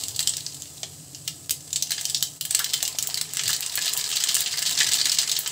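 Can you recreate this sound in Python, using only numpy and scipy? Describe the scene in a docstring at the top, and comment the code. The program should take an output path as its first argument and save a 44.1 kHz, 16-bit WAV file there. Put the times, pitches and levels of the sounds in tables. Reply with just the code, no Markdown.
"""Seeds and lentils fry in a little hot oil in a metal wok, close up in a small tiled kitchen.
It opens on a gas burner's rumble and a hiss of steam, with single seeds bursting on top; each crack
rattles round the bowl and rings the metal. After a lull near 1 s the frying picks up again.
From about 2.6 s the lentils are hot: bubbles rise, with hollow plops in the oil, dull pops and a few
light knocks, and the bursts crowd into a crackle that eases just before the end."""
import sys
import numpy as np
from scipy import signal
from scipy.fft import rfft, irfft, next_fast_len
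from scipy.io import wavfile

SR = 44100
rng = np.random.default_rng(int(sys.argv[2]) if len(sys.argv) > 2 else 0)


def wav_out(sig):
    """Save sig, one row per channel (or a flat mono array), as 16-bit PCM at SR to the path in sys.argv[1]."""
    wavfile.write(sys.argv[1], SR, np.round(np.clip(np.atleast_2d(sig).T, -1, 1) * 32767).astype(np.int16))


N = 243343

# tone of the burner: frequency_hz, level_db
BURNER_COLOUR = [(25, -36), (55, -28), (68, -20), (94, -1.5), (113, -10), (135, -1.5), (157, 2.5),
                 (185, -18), (220, -19.5), (290, -7), (360, -20), (430, -20.5), (600, -22), (1100, -39.5)]
# fader ride on the burner: time_s, relative_level_db
BURNER_RIDE = [(0, -51), (.6, -52.5), (1.4, -51), (1.8, -53), (4.5, -58), (4.8, -52), (5.52, -60)]
# low booms under the pan: centre_s, half_width_s, level_db
BOOMS = [(.22, 0.14, -47), (3.5, 0.05, -44)]
# vigour of the frying, driving fizz, bubbles and crackle: time_s, relative_level_db
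FRYING_RIDE = [(0, -38), (0.35, -36.5), (0.6, -42.0), (1.1, -49), (1.65, -44.5), (1.95, -36), (2.2, -33.5),
               (2.38, -47.5), (2.55, -33), (2.85, -33.5), (2.97, -38.5), (3.1, -34.5), (3.29, -41.0),
               (3.5, -28.0), (3.69, -35), (3.85, -30.0), (4.55, -30.5), (4.8, -28), (5.25, -29),
               (5.52, -36)]
# tone of the steam: frequency_hz, level_db
FIZZ_COLOUR = [(300, -19.5), (750, -5.5), (1100, -12.5), (2200, -14), (3200, -8.5), (4700, -2), (6000, -3),
               (7900, 5.5), (9500, -5), (12000, -8.5), (15000, -9)]
# hollow plops in the oil, dull pops and a few light knocks: start_s, level_db, pitch_hz
PLOP_CUES = [(0.832, -43.5, 627), (2.599, -32.5, 1350), (2.829, -43, 684), (2.948, -47, 720),
             (3.09, -44.5, 770), (3.493, -34, 1390), (3.78, -31, 2030), (3.95, -42, 910), (4.81, -26, 1990),
             (5.068, -35.5, 2020), (5.461, -43, 1210)]
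# resonances of those plops, pops and knocks: pitch_hz, relative_level_db, t60_s
PLOP_RING = [(396, -6, 0.28), (708, -8, 0.037), (983, -13, 0.14), (1297, -9, 0.023), (1700, 2, 0.076),
             (1556, -9.5, 0.089), (1715, 2.5, 0.047), (2000, 2.5, 0.023), (2645, 2, 0.035)]
# modes a crack rings, against the direct sound: pitch_hz, level_db
WOK_RING = [(420, 7.5), (680, 1), (1040, -6), (1300, -1.5), (1661, -1.5), (1720, -3.5), (1862, -27),
            (2070, -0.5), (2258, -16), (2486, -8), (2659, -9), (2823, 2), (3084, 1.5), (3562, -101),
            (4357, -21), (4958, 0), (5854, -6), (6864, -53), (7973, -7)]
# tone of a bursting seed: frequency_hz, level_db
BURST_COLOUR = [(60, -84), (160, -16.5), (500, -29.5), (720, -17), (1100, -21), (1800, -7.5), (2400, -8),
                (2950, -1.5), (4300, 2.5), (5600, -1.5), (7800, 3), (9500, -7), (12000, -13), (15000, -8)]
# the featured seed bursts: start_s, level_db, pitch_hz, body_db, snap_db
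SEED_CUES = [(0.0367, -26, 8100, -12, 2.0), (0.0837, -28.5, 7450, -10, 9), (0.1618, -28, 7750, -13.0, 5),
             (0.1926, -20, 3230.0, 0, 3), (0.2042, -24, 7950, 8, 6), (0.2279, -27.5, 7560, -14.0, 2),
             (0.2736, -16.5, 8600, -7, 1.5), (0.2932, -21.5, 8450, -19, -3), (0.337, -29.5, 5500, 2, -4),
             (0.3687, -26.5, 8000, -13, 5), (0.4067, -33.5, 4500, -11, 2), (0.4645, -26.5, 6000, 2.5, -9.0),
             (0.5454, -36, 7400, -11, 5), (0.6213, -33.0, 7400, -11.0, 3), (0.832, -26.5, 2870, 6.5, -8),
             (1.1477, -33.5, 7140, -7.0, -4), (1.2772, -23.5, 4040, 3.5, 3), (1.4955, -26, 5300, 4, 11),
             (1.5082, -20, 8200.0, -5, 13), (1.7296, -22.5, 7110.0, -10, 0), (1.7593, -19.5, 7740, -5, -1),
             (1.8242, -19.5, 6100, -13.0, 5.5), (1.9071, -25.0, 5830.0, 12, 14),
             (1.9184, -21.0, 3860.0, 6, -2.0), (1.9801, -28.0, 3100, 8.5, -15),
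             (2.0119, -28.0, 7630.0, 5, 6.0), (2.0541, -21.5, 5400, -16, 4),
             (2.0983, -25.5, 8050.0, -8.5, 6), (2.1465, -18, 4350, -11, -5),
             (2.2264, -16.5, 6640, -1.5, 9.0), (2.4109, -23.5, 4000, -3, 11), (2.452, -28, 7800, 2.0, 13),
             (2.5084, -22, 8800, 3, 6.5), (2.5486, -14.5, 8700, -4, 2), (2.5922, -22, 3930.0, 4, 13),
             (2.6441, -21, 3860.0, -2.0, 3), (2.7347, -20, 4970.0, -2.0, 6.0), (2.7403, -21, 3060.0, 1, 3),
             (2.8278, -20, 7250, -6, 7), (2.8525, -24.5, 4080.0, -13, -1), (2.878, -24, 7110.0, -6.0, 4),
             (2.9865, -20.5, 6350, -7, 6.0), (3.0256, -23, 7800, -13, 11.0), (3.0723, -26, 6000, -6, 15.5),
             (3.1435, -23.0, 4550, -7, 6.0), (3.1743, -24, 3900, 6, 3), (3.2131, -21.5, 8800, 2, 7.5),
             (3.3356, -29, 8300, 8, 13.0), (3.3706, -23, 4150.0, 7, 3.0), (3.3937, -22.0, 3000, 10, -17),
             (3.4359, -26.5, 4080, -6, 1.0), (3.4806, -22.5, 4340, -5, 9), (3.4924, -30, 8240, 9, 11),
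             (3.5309, -21.5, 4500, -2.5, 8), (3.5641, -28.5, 4600, -7.0, 4), (3.6072, -31, 7840, -4, 20),
             (3.663, -26, 8300, -2.0, 0), (3.7554, -25.5, 7700, -2.0, 19.5),
             (3.7748, -25.5, 4230.0, 11, 5.5), (3.8225, -25.5, 3120.0, -7, 5), (3.8583, -27, 7860, -12, 9),
             (3.8793, -22, 3100, -1.0, -2), (3.9355, -24.5, 7360.0, -3.0, 9),
             (3.9749, -24, 7630.0, -15, 18), (4.1255, -23.5, 2870, -5.0, -24),
             (4.1591, -29.5, 4970.0, -11, 19), (4.1693, -20.5, 4200, -19, 2), (4.2379, -18, 3230, 3, 1.5),
             (4.2913, -20, 4300.0, 3, -11.0), (4.3445, -20.5, 8150, 1, 8.5), (4.3517, -18, 8160, -11.5, 6),
             (4.3668, -22.5, 8300, 12, 4), (4.4062, -23, 7630.0, -2, 13), (4.4604, -21.5, 2830, 2, -31),
             (4.5913, -26.5, 3930.0, 11, 9), (4.6254, -23.0, 4750, 8, -5.0),
             (4.6634, -21.5, 2930, -4.0, -2), (4.7745, -19.5, 4200, 5, -30), (4.8035, -16, 2940, 3, -7),
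             (4.8104, -26, 4080.0, 12, -4), (4.844, -24, 3290.0, -1, -2),
             (4.9196, -24.5, 3660.0, -2.0, -11), (4.9346, -18, 4100, -6.0, 1),
             (4.942, -22, 7770.0, -12, -1), (5.0141, -18, 4670, -2.0, -10), (5.0565, -17.5, 2950.0, 6, 2),
             (5.0956, -20, 5160, -1, 0.0), (5.1181, -18, 4500, -12, -3), (5.1861, -15, 3980, -6, -6),
             (5.2953, -22, 4350, -4.0, -1), (5.3154, -19, 5100, -6, 1), (5.3646, -21.0, 3930, -8, -4),
             (5.3897, -27.5, 8150, 6, 22), (5.4613, -26.0, 3100, 2, -24), (5.4754, -26, 7840, -7, 8)]
# brief dips in the whole mix: centre_s, half_width_s, depth_db
MIX_DIPS = [(1.485, 0.0075, -5.5), (2.396, 0.015, -6.5)]

SIMMER_DB = -34.5  # the frying ride at a steady simmer
HOT_S, HEATING_S = 2.62, 0.22  # when half the lentils are hot, and how quickly the rest follow


def undb(db):
    """Decibels to gain."""
    return 10 ** (np.asarray(db) / 20)


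def ride(table, times):
    """Read a level curve at the given times."""
    return np.interp(times, *np.transpose(table))


def colour(points, hz):
    """An EQ curve in dB, read on a log-frequency axis."""
    f, db = np.transpose(points)
    return np.interp(np.log(hz + 1), np.log(f), db)


def bins(size):
    """Frequencies of a real transform."""
    return np.arange(size // 2 + 1) * SR / size


def causal(db):
    """Minimum-phase EQ: sharp attack, ringing after it."""
    cepstrum = irfft(np.log(undb(db)))
    half = cepstrum.shape[-1] // 2
    cepstrum[..., 1:half] *= 2
    cepstrum[..., half + 1:] = 0
    return np.exp(rfft(cepstrum))


def tint(x, points):
    """Give a signal a colour and an rms of one."""
    size = 2 * next_fast_len(N // 2 + 2048)
    y = irfft(rfft(x, size) * causal(colour(points, bins(size))))[:N]
    return y / np.std(y)


def unit(x):
    """Scale to an energy of one."""
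    return x / np.sqrt(np.sum(x ** 2, axis=-1, keepdims=True))


def bell(hz, centre_hz, half_width_octaves):
    """A bell curve in pitch, one at its peak."""
    return 1 / (1 + (np.log2(hz / centre_hz) / half_width_octaves) ** 2)


def place(times, sounds):
    """Lay one-shots on the timeline."""
    out = np.zeros(N + sounds.shape[1])
    for start_s, sound in zip(times, sounds):
        i = int(np.clip(start_s * SR, 0, N - 1))
        out[i:i + len(sound)] += sound
    return out[:N]


def vigour(times):
    """How far the frying is above a steady simmer, in dB."""
    return ride(FRYING_RIDE, times) - SIMMER_DB


def hot(times):
    """Share of the lentils that are hot right through, 0 to 1."""
    return .5 + .5 * np.tanh((times - HOT_S) / HEATING_S)


def kitchen(x, t60_s=0.22, wet_db=-6.5, build_s=0.0013, dull_hz=9000, treble_share=0.72):
    """Tiled walls answer within milliseconds; the treble dies first."""
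    t = np.arange(SR // 2) / SR
    noise = rng.standard_normal(len(t))
    low = signal.sosfiltfilt(signal.butter(2, dull_hz, fs=SR, output="sos"), noise)
    fade = np.exp(-np.log(1000) * t / t60_s)
    attack = 1 - np.exp(-(t / build_s) ** 2)
    tail = (low * fade + (noise - low) * fade ** (1 / treble_share)) * attack
    return undb(wet_db) * signal.fftconvolve(x, unit(tail))[:N]


def burner(gain_db=3.5, boom_hz=101.6, boom_q=8):
    """The gas flame rumbles under the wok and twice swells into a low boom."""
    t = np.arange(N) / SR
    rumble = tint(rng.standard_normal(N), BURNER_COLOUR) * undb(ride(BURNER_RIDE, t) + gain_db)
    boom = signal.lfilter(*signal.iirpeak(boom_hz, boom_q, fs=SR), rng.standard_normal(N))
    swells = sum(undb(db) * np.exp(-((t - s) / width) ** 2) for s, width, db in BOOMS)
    return rumble + boom / np.std(boom) * swells


def fizz(per_s=9000, spread_db=3.5, simmer_db=-41, level_slope=0.39, damp_db=6, damp_s=0.12):
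    """A bed of tiny steam bubbles breaking, with extra hiss at first while the seeds are damp."""
    t = np.arange(N) / SR
    ticks = (rng.random(N) < per_s / SR) * rng.choice([-1, 1], N)
    accents = undb(spread_db * np.minimum(rng.exponential(size=N), 5))
    level_db = simmer_db + level_slope * vigour(t) + damp_db * np.exp(-t / damp_s)
    return tint(ticks * accents, FIZZ_COLOUR) * undb(level_db)


def bubbles(per_s=260, low_hz=700, high_hz=5500, cycles=9, glide=0.032,
            scatter_db=2, tilt_db_per_octave=6.5, simmer_db=-33, level_slope=0.56):
    """Once the lentils are hot, bigger bubbles ring briefly and bend up in pitch as they surface."""
    t = np.arange(SR // 20) / SR
    count = int(per_s * N / SR)
    when, smallness, strength = rng.random((count, 3)).T[:, :, None]
    start_s = when * N / SR
    hz = low_hz * (high_hz / low_hz) ** smallness
    decay_s = cycles / hz / np.pi
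    bend = 1 + glide * (1 - np.exp(-t / decay_s / 2))
    phase = 2 * np.pi * np.cumsum(hz * bend, axis=1) / SR
    db = simmer_db + level_slope * vigour(start_s) + tilt_db_per_octave * np.log2(hz / high_hz)
    db += scatter_db * np.minimum(-np.log(1 - strength), 3)
    return place(start_s[:, 0], hot(start_s) * undb(db) * np.exp(-t / decay_s) * np.sin(phase))


def plops_and_pops(reach_octaves=0.17, puff_db=-3, puff_s=0.009, span_s=0.025):
    """Hollow plops in the oil, dull pops and a few light knocks: a short ring on a puff of noise."""
    t = np.arange(SR // 3) / SR
    hz, db, t60 = np.transpose(PLOP_RING)[:, :, None]
    sounds = []
    for _, level_db, pitch_hz in PLOP_CUES:
        envelopes = undb(db) * bell(hz, pitch_hz, reach_octaves) * np.exp(-np.log(1000) * t / t60)
        detune = 1 + 0.0089 * rng.standard_normal(hz.shape)
        tones = np.sin(2 * np.pi * hz * detune * t) * rng.choice([-1, 1], hz.shape)
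        ring = np.sum(envelopes * tones, axis=0)
        noise = rng.standard_normal(len(t)) * np.exp(-t / puff_s)
        puff = signal.lfilter(*signal.iirpeak(pitch_hz, Q=3, fs=SR), noise)
        plop = unit(unit(ring) + undb(puff_db) * unit(puff))
        sounds.append(plop * undb(level_db) * np.sqrt(span_s * SR))
    return place([row[0] for row in PLOP_CUES], np.array(sounds))


def wok(x, width_hz=32):
    """The metal bowl, damped by the oil, adds a short ring to every crack."""
    t = np.arange(SR // 4) / SR
    fade = np.exp(-np.pi * width_hz * t)
    ring = sum(undb(db) * np.cos(2 * np.pi * hz * t) for hz, db in WOK_RING) * 2 * fade / fade.sum()
    return x + signal.fftconvolve(x, ring)[:N]


def crackle_cues(simmer_per_s=75, doubling_db=6, simmer_db=-36, level_slope=1.12, slot_s=0.001):
    """Small seeds pop at random: thicker and louder as the frying quickens, fuller and crisper hot."""
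    slots = np.arange(0, N / SR, slot_s)
    chance, draws = rng.random(len(slots)), rng.standard_normal((len(slots), 4))
    per_s = simmer_per_s * 2 ** (vigour(slots) / doubling_db)
    fired = chance < per_s * slot_s
    start_s = slots[fired]
    size, pitch, body, snap = draws[fired].T
    level_db = simmer_db + level_slope * vigour(start_s) + 3 * np.minimum(size, 1.5)
    pitch_hz = 4400 * 2 ** (.6 * pitch)
    # tone moves from its cool setting to its hot one, scattered seed by seed
    body_db = np.interp(hot(start_s), [0, 1], [-9, 3]) + 4 * body
    snap_db = np.interp(hot(start_s), [0, 1], [-5, -2]) + 6 * snap
    return np.transpose([start_s, level_db, pitch_hz, body_db, snap_db])


def seed_bursts(cues, rattle_db=5, bowl_s=0.0038, hob_s=0.0085, hob_db=-12,
                husk_db=6, second_db=5, husk_octaves=.18,
                body_low_hz=520, body_high_hz=2300, snap_hz=9300, span_s=0.0069):
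    """A husk splits with a crack and a spit of steam, which bounce round the bowl and off the hob."""
    start_s, level_db, pitch_hz, body_db, snap_db = np.transpose(cues)[:, :, None]
    size = 2048
    t, hz = np.arange(size) / SR, bins(size) + 1
    noise = rng.standard_normal((len(cues), size))
    # dry seeds snap hard and short; moist ones spit for longer
    moist = 2 ** (0.47 * noise[:, -1:] - snap_db / 18)
    spit = noise * (np.exp(-t / (bowl_s * moist)) + undb(hob_db) * np.exp(-t / hob_s))
    crack = (t == 0) + undb(rattle_db) * moist * unit(spit)
    # each husk has its own pitch and a weaker, random second resonance
    second_hz = 5000 * 2 ** (.5 * noise[:, -2:-1])
    husk_eq = husk_db * bell(hz, pitch_hz, husk_octaves) + second_db * bell(hz, second_hz, husk_octaves)
    # big seeds add body, dry ones treble
    lows = 1 / (1 + (hz / body_high_hz) ** 12)
    highs = 1 / (1 + (snap_hz / hz) ** 10)
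    body_eq = body_db * lows / (1 + (body_low_hz / hz) ** 2)
    spectrum = rfft(crack) * causal(colour(BURST_COLOUR, hz) + husk_eq + body_eq + snap_db * highs)
    # the cue level sets the energy of the mids, as an rms over span_s
    mids = irfft(spectrum * (1 - lows - highs))
    mids_rms = np.sqrt(np.sum(mids ** 2, axis=1, keepdims=True) / (span_s * SR))
    return place(start_s[:, 0], irfft(spectrum) * undb(level_db) / mids_rms)


def scene(seed_spots=8):
    """Mono mix: bursts, bubbles, fizz and plops in the wok and the room, over the burner."""
    cues = np.vstack([SEED_CUES, crackle_cues()])
    # seeds lie at different spots in the oil, and each spot has its own echoes
    seeds = [seed_bursts(cues[k::seed_spots]) for k in range(seed_spots)]
    steam = bubbles() + fizz()
    frying = wok(sum(layer + kitchen(layer) for layer in seeds + [steam]))
    plops = plops_and_pops()
    mix = frying + plops + kitchen(plops) + burner()
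    t = np.arange(N) / SR
    dips_db = sum(db * np.exp(-((t - s) / width) ** 4) for s, width, db in MIX_DIPS)
    return (mix * undb(dips_db))[None]


def record(dry, ceiling=.92, top_hz=15600):
    """The microphone rounds the sharpest cracks, and a steep low-pass takes off the top."""
    rounded = ceiling * np.tanh(dry / ceiling)
    return signal.sosfilt(signal.ellip(10, .2, 70, top_hz, fs=SR, output="sos"), rounded)


dry = scene()
out = record(dry)
wav_out(out)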